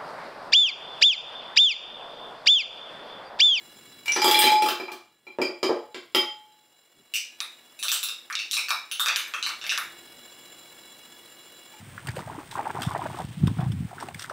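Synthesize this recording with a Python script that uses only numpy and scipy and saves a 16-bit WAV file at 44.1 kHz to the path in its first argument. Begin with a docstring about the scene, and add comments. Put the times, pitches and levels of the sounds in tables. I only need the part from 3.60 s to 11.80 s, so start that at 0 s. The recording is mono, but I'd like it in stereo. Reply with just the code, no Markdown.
"""Ice cubes tumble round a glass mug on a wooden table, having slid out of a china bowl that then
knocks on the rim. Each impact is a brief burst of contact noise plus the damped normal modes of the
body struck. Further off, more cubes clack as they are gathered. A live kitchen reverberates after
every blow, over a faint whine, hiss and rumble."""
import sys
import numpy as np
from scipy import signal
from scipy.io import wavfile

SR = 44100
rng = np.random.default_rng(int(sys.argv[2]) if len(sys.argv) > 2 else 0)


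def digitize_waveform(pressure):
    """Quantize a signal to 16-bit integers and store it at the path in sys.argv[1].

    Rows of a 2-D input are taken as channels; values are limited to [-1, 1].
    """
    field = np.atleast_2d(pressure).T
    bounded = np.clip(field, -1, 1)
    quanta = np.round(bounded * 32767).astype(np.int16)
    wavfile.write(sys.argv[1], SR, quanta)


N = 361619
TIME = np.arange(N) / SR


def from_db(db):
    """Decibels to amplitude ratio."""
    return 10 ** (np.asarray(db) / 20)


def rms_one(x):
    """Normalisation to unit power."""
    return x / np.sqrt(np.mean(x ** 2) + 1e-20)


def at_hz(points, hz):
    """Interpolation over log frequency."""
    frequencies, values = np.transpose(points)
    return np.interp(np.log(hz), np.log(frequencies), values)


def band(x, low_hz, high_hz, order=2):
    """Butterworth band-pass."""
    edges = [low_hz, min(high_hz, .45 * SR)]
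    return signal.sosfilt(signal.butter(order, edges, "band", fs=SR, output="sos"), x)


def high_pass(x, hz):
    """Butterworth high-pass."""
    return signal.sosfilt(signal.butter(3, hz, "high", fs=SR, output="sos"), x)


def ring(clicks, hz, t60):
    """Damped oscillator: a unit impulse starts a decaying sine of height 1."""
    radius, angle = from_db(-60 / (t60 * SR)), 2 * np.pi * hz / SR
    return signal.lfilter([0, np.sin(angle)], [1, -2 * radius * np.cos(angle), radius ** 2], clicks + 1e-18)


def train(times, db):
    """Impulse excitation: one click of random sign per blow."""
    clicks = np.zeros(N)
    clicks[np.round(times * SR).astype(int)] = from_db(db) * rng.choice([-1, 1], len(times))
    return clicks


def struck(times, db, modes, share, spread_db=0.0):
    """Modal superposition: the strike point varies each mode by spread_db; resting ice shortens T60."""
    out, t = np.zeros(N + SR), np.arange(SR * 2 // 5) / SR
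    hz, mode_db, t60 = np.transpose(modes)[:, :, None]
    scatter_db = rng.normal(0, spread_db, (len(times), len(modes), 1))
    waves = np.sin(2 * np.pi * hz * t)
    for k, start in enumerate(np.round(times * SR).astype(int)):
        decay_db = -60 * t / (t60 * share[k])
        partials = from_db(db[k] + mode_db + scatter_db[k] + decay_db) * waves
        out[start:start + len(t)] += partials.sum(axis=0)
    return out[:N]


def crack(clicks, low_hz, high_hz, t60):
    """Brittle contact: each impulse releases exponentially decaying noise."""
    envelope = signal.lfilter([1], [1, -from_db(-60 / (t60 * SR))], np.abs(clicks) + 1e-18)
    return band(envelope * rng.choice([-1, 1], N), low_hz, high_hz)


# Left-right likeness of the room's sound: (frequency [Hz], coherence [ratio])
COHERENCE = [(100, 1), (500, 0.93), (1000, 0.44), (2000, 0.6), (4000, 0.05), (16000, .0)]


def diffuse_noise(length, gain_at, first_hz=25, count=19):
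    """Diffuse field: half-octave noise bands, less coherent between the ears towards the treble."""
    edges = first_hz * 2 ** (np.arange(count + 1) / 2)
    out, white = 0, rng.standard_normal((2, 2, length))
    for k, (low, high) in enumerate(zip(edges, edges[1:])):
        mid, side = band(white[k % 2], low, high)
        hz = np.sqrt(low * high)
        alike = at_hz(COHERENCE, hz)
        out += gain_at(hz) * (np.sqrt(1 + alike) * mid + np.sqrt(1 - alike) * side * [[1], [-1]])
    return out


# Whine lines and broad humps: (frequency [Hz], bandwidth [Hz], relative level [dB])
WHINE_LINES = [(245, 3.3, -72), (342, 16, -66), (1697, 4.3, -63.5), (1940, 8, -69), (2243, 26, -59.5),
               (2870, 18, -79.5), (2880, 84, -58.5), (3380, 48, -58), (3950, 20, -58), (4020, 200, -66.5),
               (5100, 45, -64), (5260, 10, -73), (7280, 19, -59), (8080, 6.7, -69.5), (9000, 45, -66),
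               (10270, 170, -69), (11250, 910, -67.5), (13440, 500, -95), (15300, 600, -71.5)]


def whine():
    """Noise-driven resonances, with a steady tone inside each sharp, high line."""
    out, white = 0, rng.standard_normal((2, N))
    for hz, width_hz, db in WHINE_LINES:
        line = rms_one(band(white, hz - width_hz / 2, hz + width_hz / 2, order=1))
        if hz > 1000 and width_hz < 45:
            line += from_db(4) * np.sin(2 * np.pi * (hz * TIME + rng.random((2, 1))))
        out += from_db(db) * rms_one(line)
    return rms_one(out)


# Noise spectra: (frequency [Hz], relative spectral density [dB])
HISS_SPECTRUM = [(240, -42), (400, -4.5), (1820, -7), (2220, -13), (2590, -2.5), (2880, -15.5), (5190, -13),
                 (6540, -20), (7060, -29.5), (7870, -13.5), (16000, -12.5)]
RUMBLE_SPECTRUM = [(15, -30), (25, -15), (59, -10.5), (86, -36.5), (112, -5), (204, -3), (343, 0.5),
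                   (600, -39.5), (780, -37.5), (1320, -120)]
# The noise sinks after the tumble and creeps back: (time [s], hiss and whine gain [dB], rumble [dB])
NOISE_LEVELS = [(0, -51, -60.5), (.6, -51.5, -59.5), (1.6, -67, -75.5), (2.5, -62, -69.5),
                (3.3, -61.5, -79.5), (4.1, -54.5, -72), (5.3, -55.5, -72.5), (6.3, -49, -62),
                (8.2, -50, -65)]
# Pulsation like a slow motor's: (harmonic [number], modulation depth [ratio])
THROB_HARMONICS = [(1, 0.13), (2, 0.076), (3, 0.16)]


def background(throb_hz=15, throb_peak_s=6.992):
    """Amplitude modulation: hiss and whine throb together above a rumble."""
    times, *levels = np.transpose(NOISE_LEVELS)
    hiss_db, rumble_db = [np.interp(TIME, times, db) for db in levels]
    hiss = diffuse_noise(N, lambda hz: from_db(at_hz(HISS_SPECTRUM, hz)), first_hz=213, count=13)
    rumble = diffuse_noise(N, lambda hz: from_db(at_hz(RUMBLE_SPECTRUM, hz)), count=11)
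    swell = from_db(-64.5) * np.exp(-((TIME - 3.4) / .04) ** 2)
    phase = 2 * np.pi * throb_hz * (TIME - throb_peak_s)
    throb = 1 + sum(depth * np.cos(k * phase) for k, depth in THROB_HARMONICS)
    drone = from_db(-1.5) * rms_one(hiss) + from_db(2) * whine()
    return from_db(hiss_db) * throb * drone + (from_db(rumble_db) + swell) * rms_one(rumble)


# Ice on china, levels relative within a column:
# (time [s], crack [dB], snap [dB], low ring [dB], high ring [dB], share of free T60 [ratio])
BOWL_BLOWS = [(0.4581, -22.5, -20.5, -26.5, -61, 0.52), (0.4803, -16.5, -25, -14.5, -38.5, 0.91),
              (0.5205, -19.5, -40.5, -37.5, -13.5, 0.53)]
# Normal modes of the bowl: (frequency [Hz], relative level [dB], free T60 [s])
BOWL_MODES = [(2325, -1.5, 0.19), (2285, -10.5, 0.14), (2872, -7, 0.082), (5900, 4, 0.058),
              (5740, -5, 0.17), (10150, -8.5, 0.071)]


def bowl():
    """Impact excitation: sliding cubes knock the china into free vibration."""
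    times, crack_db, snap_db, low_db, high_db, share = np.transpose(BOWL_BLOWS)
    contact = crack(train(times, crack_db + 5.5), 1700, 5400, t60=0.02)
    contact += crack(train(times, snap_db + 3), 6900, 17000, t60=0.0055)
    rings = struck(times, low_db - 0.5, BOWL_MODES[:3], share)
    rings += struck(times, high_db - 0.5, BOWL_MODES[3:], share)
    return contact, rings


# Blows on the mug, levels relative within a column: (time [s], crack [dB], snap [dB], thud [dB],
# knock [dB], hum [dB], belly ring [dB], rim ring [dB], share of free T60 [ratio])
MUG_BLOWS = [(0.5617, -6, -41.5, -24.5, -1, -35, -22, -56, 0.46),
             (0.6184, -5.5, -35.5, -42.5, -14.5, -21, -15, -31, 0.51),
             (0.6442, -26, -19, -21, 5, -21, -34, -43, 0.7),
             (0.679, -1, -23.5, -21, -0.5, -22, -31, -42, 0.91),
             (0.7121, -3.5, -18, -35, -28, -19.5, -26, -43, 0.5),
             (0.7446, -17, -24, -33, -10, -21.5, -15.5, -43, 0.68),
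             (0.7703, -13, -29.5, -27, -16, -22, -20.5, -39, 0.68),
             (0.7907, -15.5, -12.5, -34, -22.5, -19, -27, -53.5, 0.37),
             (0.8189, -0.5, -28, -33, -4.5, -23, -27.5, -28, 0.53),
             (0.8401, -9, -21.5, -21, -28, -19.5, -28, -23, 0.31),
             (0.8675, -1.5, -33, -44.5, -9.5, -17.5, -24.5, -45.5, 1),
             (0.9185, -26, -27.5, -26, -6.5, -14.5, -22, -40, 1),
             (1.0219, -9, -26.5, -27, -13, -16.5, -26.5, -53, 0.33),
             (1.0606, -28, -31.5, -23.5, -3.5, -20.5, -24, -32, 0.22),
             (1.0858, -3.5, -27.5, -27, -11, -32, -39, -35, 0.58),
             (1.1989, -34, -50.5, -30, -10, -49.5, -26.5, -64, .5),
             (1.2812, -49, -55.5, -44, -14, -43, -30, -70, 0.26),
             (1.3184, -24, -39.5, -38, -16.5, -44.5, -50, -56, 0.34),
             (1.668, -46, -65.5, -41.5, -27, -59.5, -37, -63, 1.0),
             (1.7865, -50, -72.5, -18.5, -5, -45, -53, -66, 0.3),
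             (1.8165, -14.5, -57.5, -21.5, -4, -41.5, -21, -30.5, 0.28),
             (1.8797, -46, -64.5, -30, -42, -47, -42, -77, .5),
             (2.0298, -10, -44.5, -18.5, -1, -65.5, -22.5, -26, 0.24),
             (2.093, -54, -58.5, -15, 0.5, -40, -51, -65, 0.32),
             (2.1602, -45, -68, -40, -35, -45.5, -68, -79, 1),
             (2.3453, -18, -61, -33.5, -19, -67.5, -47, -45, 0.49),
             (2.5478, -4, -26.5, -19.5, -7, -32.5, -57, -22.5, 0.87),
             (8.1314, -34, -57, -69, -29, -53, -53, -70, 0.55)]
# Modes of the air in the mug and the table under it: (frequency [Hz], relative level [dB], free T60 [s])
THUD_MODES = [(260, 3.5, 0.14), (356.8, 7, 0.14), (378.5, 1, 0.079), (464, -0.5, 0.12), (559, -6, 0.24),
              (668, 1, 0.016), (1127, -3.5, 0.055), (1566, -27, 0.073)]
# Ringing modes of the glass mug and of the china bowl knocking its rim, in groups excited together:
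# (frequency [Hz], relative level [dB], free T60 [s])
CLINK_GROUPS = [
    [(2369.5, 1.5, 0.21)],
    [(3166, 1, 0.13), (3157, 1, 0.51)],
    [(3333, 2, 0.091), (3450, 3.5, 0.026), (3470, -7.5, 0.073)],
    [(4032, 6, 0.29)],
    [(4760, -2, 0.39), (6440, -35, 0.13), (13300, -9, .15)],
    [(5000, -3, 0.21), (5000, -2, 0.23), (12200, -17, 0.22)],
    [(2298, 3, 0.35), (6894, 3, 0.3), (10620, -4, 0.13)],
]


def mug():
    """Impact excitation: each blow drives the clinking modes, the air cavity and the table."""
    times, crack_db, snap_db, thud_db, knock_db, _, belly_db, rim_db, share = np.transpose(MUG_BLOWS)
    contact = crack(train(times, crack_db - 1), 1400, 5050, t60=0.019)
    contact += crack(train(times, snap_db + 18), 7500, 16060, t60=0.0056)
    contact += crack(train(times, knock_db), 680, 1216, t60=0.027)
    rings = struck(times, thud_db - 4.5, THUD_MODES, np.full(len(times), .45), spread_db=4)
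    hard_db = belly_db + crack_db / 2
    group_drives = [belly_db, rim_db, snap_db, (belly_db + snap_db) / 2 - 7.5,
                    hard_db, np.maximum(rim_db, hard_db - 0.5), rim_db - 5]
    for db, modes in zip(group_drives, CLINK_GROUPS):
        rings += struck(times, db - 0.5, modes, share, spread_db=5)
    return contact, rings


def mug_hum(hz=853, free_decay_db_per_s=65, rise_s=0.0027):
    """Free decay of the lowest wall mode, its amplitude set anew by every blow."""
    times, hum_db, share = np.transpose(MUG_BLOWS)[[0, 5, 8]]
    last = np.maximum(np.searchsorted(times, TIME) - 1, 0)
    decay_db = free_decay_db_per_s * (TIME - times[last]) / share[last]
    level = (TIME > times[0]) * from_db(hum_db[last] - decay_db)
    pole = np.exp(-1 / (rise_s * SR))
    envelope = signal.lfilter([1 - pole], [1, -pole], level)
    return np.sqrt(2) * envelope * np.sin(2 * np.pi * hz * TIME)


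def skid(start_s=0.64, end_s=1.39, ticks_per_s=120, fade_db_per_s=33):
    """Poisson impacts: skidding cubes rattle and excite the clinking modes, heavily damped."""
    skidding = (TIME > start_s) & (TIME < end_s)
    scatter_db = 1.5 * np.minimum(rng.exponential(1, N), 4)
    sizes = from_db(-37 - fade_db_per_s * (TIME - start_s) + scatter_db)
    ticks = (rng.random(N) < ticks_per_s / SR) * skidding * sizes
    contact = crack(ticks * from_db(-4), 2500, 15000, t60=0.0015)
    rings = sum(ring(ticks * rng.standard_normal(N) * from_db(db - 5.5), hz, 0.17 * t60)
                for modes in CLINK_GROUPS for hz, db, t60 in modes)
    return contact, rings


# Ice on ice, levels relative within a column: (time [s], tick [dB], low mode [Hz], low mode [dB],
# main mode [Hz], main mode [dB], knock [dB], snap [dB])
ICE_CLACKS = [(3.5384, -12, 2870, -21, 3530, -34.5, -69, -21.5),
              (3.556, -25, 2450, -24, 5800, -26.5, -60, -26.5),
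              (3.8041, -5.5, 2520, -34, 3760, -26.5, -23.5, -27.5),
              (4.191, -36, 2590, -38, 3800, -38.5, -56, -33.5),
              (4.2276, -22, 3220, -30, 3820, -21, -21, -23.5),
              (4.2448, -20, 2970, -47, 3770, -44, -22.5, -28),
              (4.283, -11, 2630, -24.5, 3620, -18.5, -47, -21.5),
              (4.3175, -4.5, 3080, -24.5, 3560, -34, -19.5, -15),
              (4.334, -19, 3070, -30, 3880, -22.5, -20, -20),
              (4.4303, -18, 2760, -30.5, 3800, -21.5, -32, -18.5),
              (4.487, -14, 2740, -35, 3700, -28, -27, -30.5),
              (4.7005, -30, 2370, -39, 3300, -49, -19.5, -39.5),
              (4.7266, -14.5, 2310, -28, 4270, -37, -34, -44),
              (4.7535, -5.5, 2880, -30.5, 3700, -23.5, -63, -53),
              (4.791, -15, 2670, -24.5, 4450, -30.5, -59, -46),
              (4.9122, -9, 2370, -45, 3870, -22.5, -49, -21.5),
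              (4.9322, -10, 2840, -28.5, 4020, -20, -32, -19.5),
              (4.9682, -4, 2510, -21.5, 3940, -26, -19.5, -25.5),
              (4.9841, -19, 2400, -20.5, 4170, -38, -25, -33),
              (5.0849, -14, 2570, -29.5, 4340, -30, -21.5, -28),
              (5.1057, -4, 2360, -20, 3840, -24, -9.5, -26.5),
              (5.3141, -19, 3000, -25, 3620, -25, -33.5, -21.5),
              (5.3966, -13, 2900, -58, 3650, -18, -18.5, -19),
              (5.46, -7, 2560, -24, 3700, -21.5, -11, -25.5),
              (5.4843, -2.5, 2510, -18.5, 3430, -24, -13, -43),
              (5.5605, 0, 3040, -24, 3650, -22, -16, -26.5), (5.5896, -16, 2300, -26, 4050, -32, -28, -33),
              (5.6742, -34, 2300, -38, 3200, -59, -21, -40.5),
              (5.738, -16.5, 2590, -26, 3200, -32, -15.5, -38.5),
              (5.8272, -13, 3000, -26, 4040, -20.5, -28, -52),
              (5.8638, -18, 2280, -26, 4300, -32.5, -20, -32),
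              (5.892, -11.5, 2830, -33.5, 3640, -35, -20, -42),
              (6.014, -40, 2890, -35, 3650, -34, -34, -60), (6.041, -18, 2640, -34, 3610, -36, -17.5, -48),
              (6.066, -16, 2200, -26, 3170, -35, -44, -35),
              (6.0941, -21, 2750, -16.5, 3690, -19.5, -42, -51),
              (6.1155, -21, 2850, -39, 3740, -46, -16, -32),
              (6.177, -4.5, 2280, -29.5, 3750, -29.5, -18, -27.5)]


def far_ice(top_hz=5395, ring_t60=0.021):
    """Mode splitting: uneven lumps collide with a dry tick and ring in short, rough clusters."""
    times, tick_db, low_hz, low_db, main_hz, main_db, knock_db, snap_db = np.transpose(ICE_CLACKS)
    mean_db = (low_db + main_db) / 2
    top_mode_hz = top_hz * (1 + 0.075 * rng.standard_normal(len(times)))
    ticks = band(train(times, tick_db + 11), 2800, 7300)
    ticks += from_db(-6.5) * np.roll(ticks, SR // 250)  # worktop reflection, 4 ms later
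    knock = crack(train(times, knock_db + 14), 1130, 1840, t60=0.0044)
    knock += crack(train(times, knock_db - 6.5), 430, 1160, t60=0.012)
    body = crack(train(times, mean_db + 4.5), 3540, 6200, t60=0.028)  # crunch
    body += crack(train(times, snap_db + 16.5), 6140, 14500, t60=0.0024)
    t = np.arange(SR // 20) / SR
    split = 1 + 0.031 * np.array([[-1], [0], [1]]) * rng.uniform(0.14, 1.67, (len(times), 1, 1))
    for k, start in enumerate(np.round(times * SR).astype(int)):
        for hz, db in [(low_hz, low_db), (main_hz, main_db), (top_mode_hz, mean_db - 7.5)]:
            cluster = np.sin(2 * np.pi * hz[k] * split[k] * t).sum(axis=0)
            body[start:start + len(t)] += from_db(db[k] + 0.5 - 60 * t / ring_t60) * cluster
    return high_pass(ticks, 2250), high_pass(high_pass(body, 2530) + knock, 570)


# Reverberation time of the kitchen: (frequency [Hz], T60 [s])
KITCHEN_T60 = [(100, 0.22), (500, 0.34), (2000, 0.39), (5000, 0.37), (10000, 0.27), (16000, 0.21)]


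def kitchen(x, gap_s, build_s):
    """Reverberation: dense reflections build up after a gap and decay band by band."""
    t = np.arange(SR) / SR
    tail = diffuse_noise(SR, lambda hz: from_db(-60 * t / at_hz(KITCHEN_T60, hz)))
    tail *= 1 - np.exp(-np.maximum(t - gap_s, 0) / build_s)
    return signal.fftconvolve(x[None], rms_one(tail) / np.sqrt(SR), axes=1)[:, :N]


def placed(x, left_db, lag_samples):
    """Level and time differences: direct sound reaches the left channel late."""
    return np.array([from_db(left_db) * np.roll(x, lag_samples), from_db(-left_db) * x])


def scene():
    """Superposition of direct, structure-borne and reverberant sound on the background."""
    noise = background()
    bowl_contact, bowl_rings = bowl()
    mug_contact, mug_rings = np.add(mug(), skid())
    jolt = from_db(-25) * band(mug_rings, 45, 120)  # the table passes each blow to the microphone
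    contact = high_pass(bowl_contact + mug_contact, 300)
    rings = high_pass(bowl_rings + mug_rings, 400)
    ticks, clacks = far_ice()
    near = from_db(-7) * contact + from_db(-5.5) * rings + mug_hum()
    far = ticks + from_db(-4.5) * clacks
    direct = placed(near, left_db=.6, lag_samples=1) + placed(far, left_db=-2.6, lag_samples=2)
    room = kitchen(contact + rings, gap_s=0.00023, build_s=0.00093)
    room += from_db(2.5) * kitchen(clacks, gap_s=0.0025, build_s=0.0009)
    return direct + jolt + room + noise


# Notches of the microphone housing: (frequency [Hz], bandwidth [Hz], gain [dB])
HOUSING_DIPS = [(4160, 120, -7.5), (6860, 380, -7.5), (9550, 400, -3), (11460, 1000, -17),
                (14400, 400, -7.5)]


def record(dry, threshold_db=-19.5, squeeze=0.1, release_db_per_s=70, cutoff_hz=15750):
    """Filtering and compression: housing notches, a gentle quick-release limiter, a steep top cut."""
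    for hz, width_hz, db in HOUSING_DIPS:
        resonance = signal.lfilter(*signal.iirpeak(hz, hz / width_hz, SR), dry)
        dry = dry - (1 - from_db(db)) * resonance
    power = signal.lfilter([.02], [1, -.98], np.mean(dry ** 2, axis=0))
    level_db = 10 * np.log10(power + 1e-12)
    release_db = release_db_per_s * TIME
    held_db = np.maximum.accumulate(level_db + release_db) - release_db
    limited = dry * from_db(-squeeze * np.maximum(held_db - threshold_db, 0))
    return signal.sosfilt(signal.ellip(12, .5, 60, cutoff_hz, fs=SR, output="sos"), limited)


dry = scene()
out = record(dry)
digitize_waveform(out)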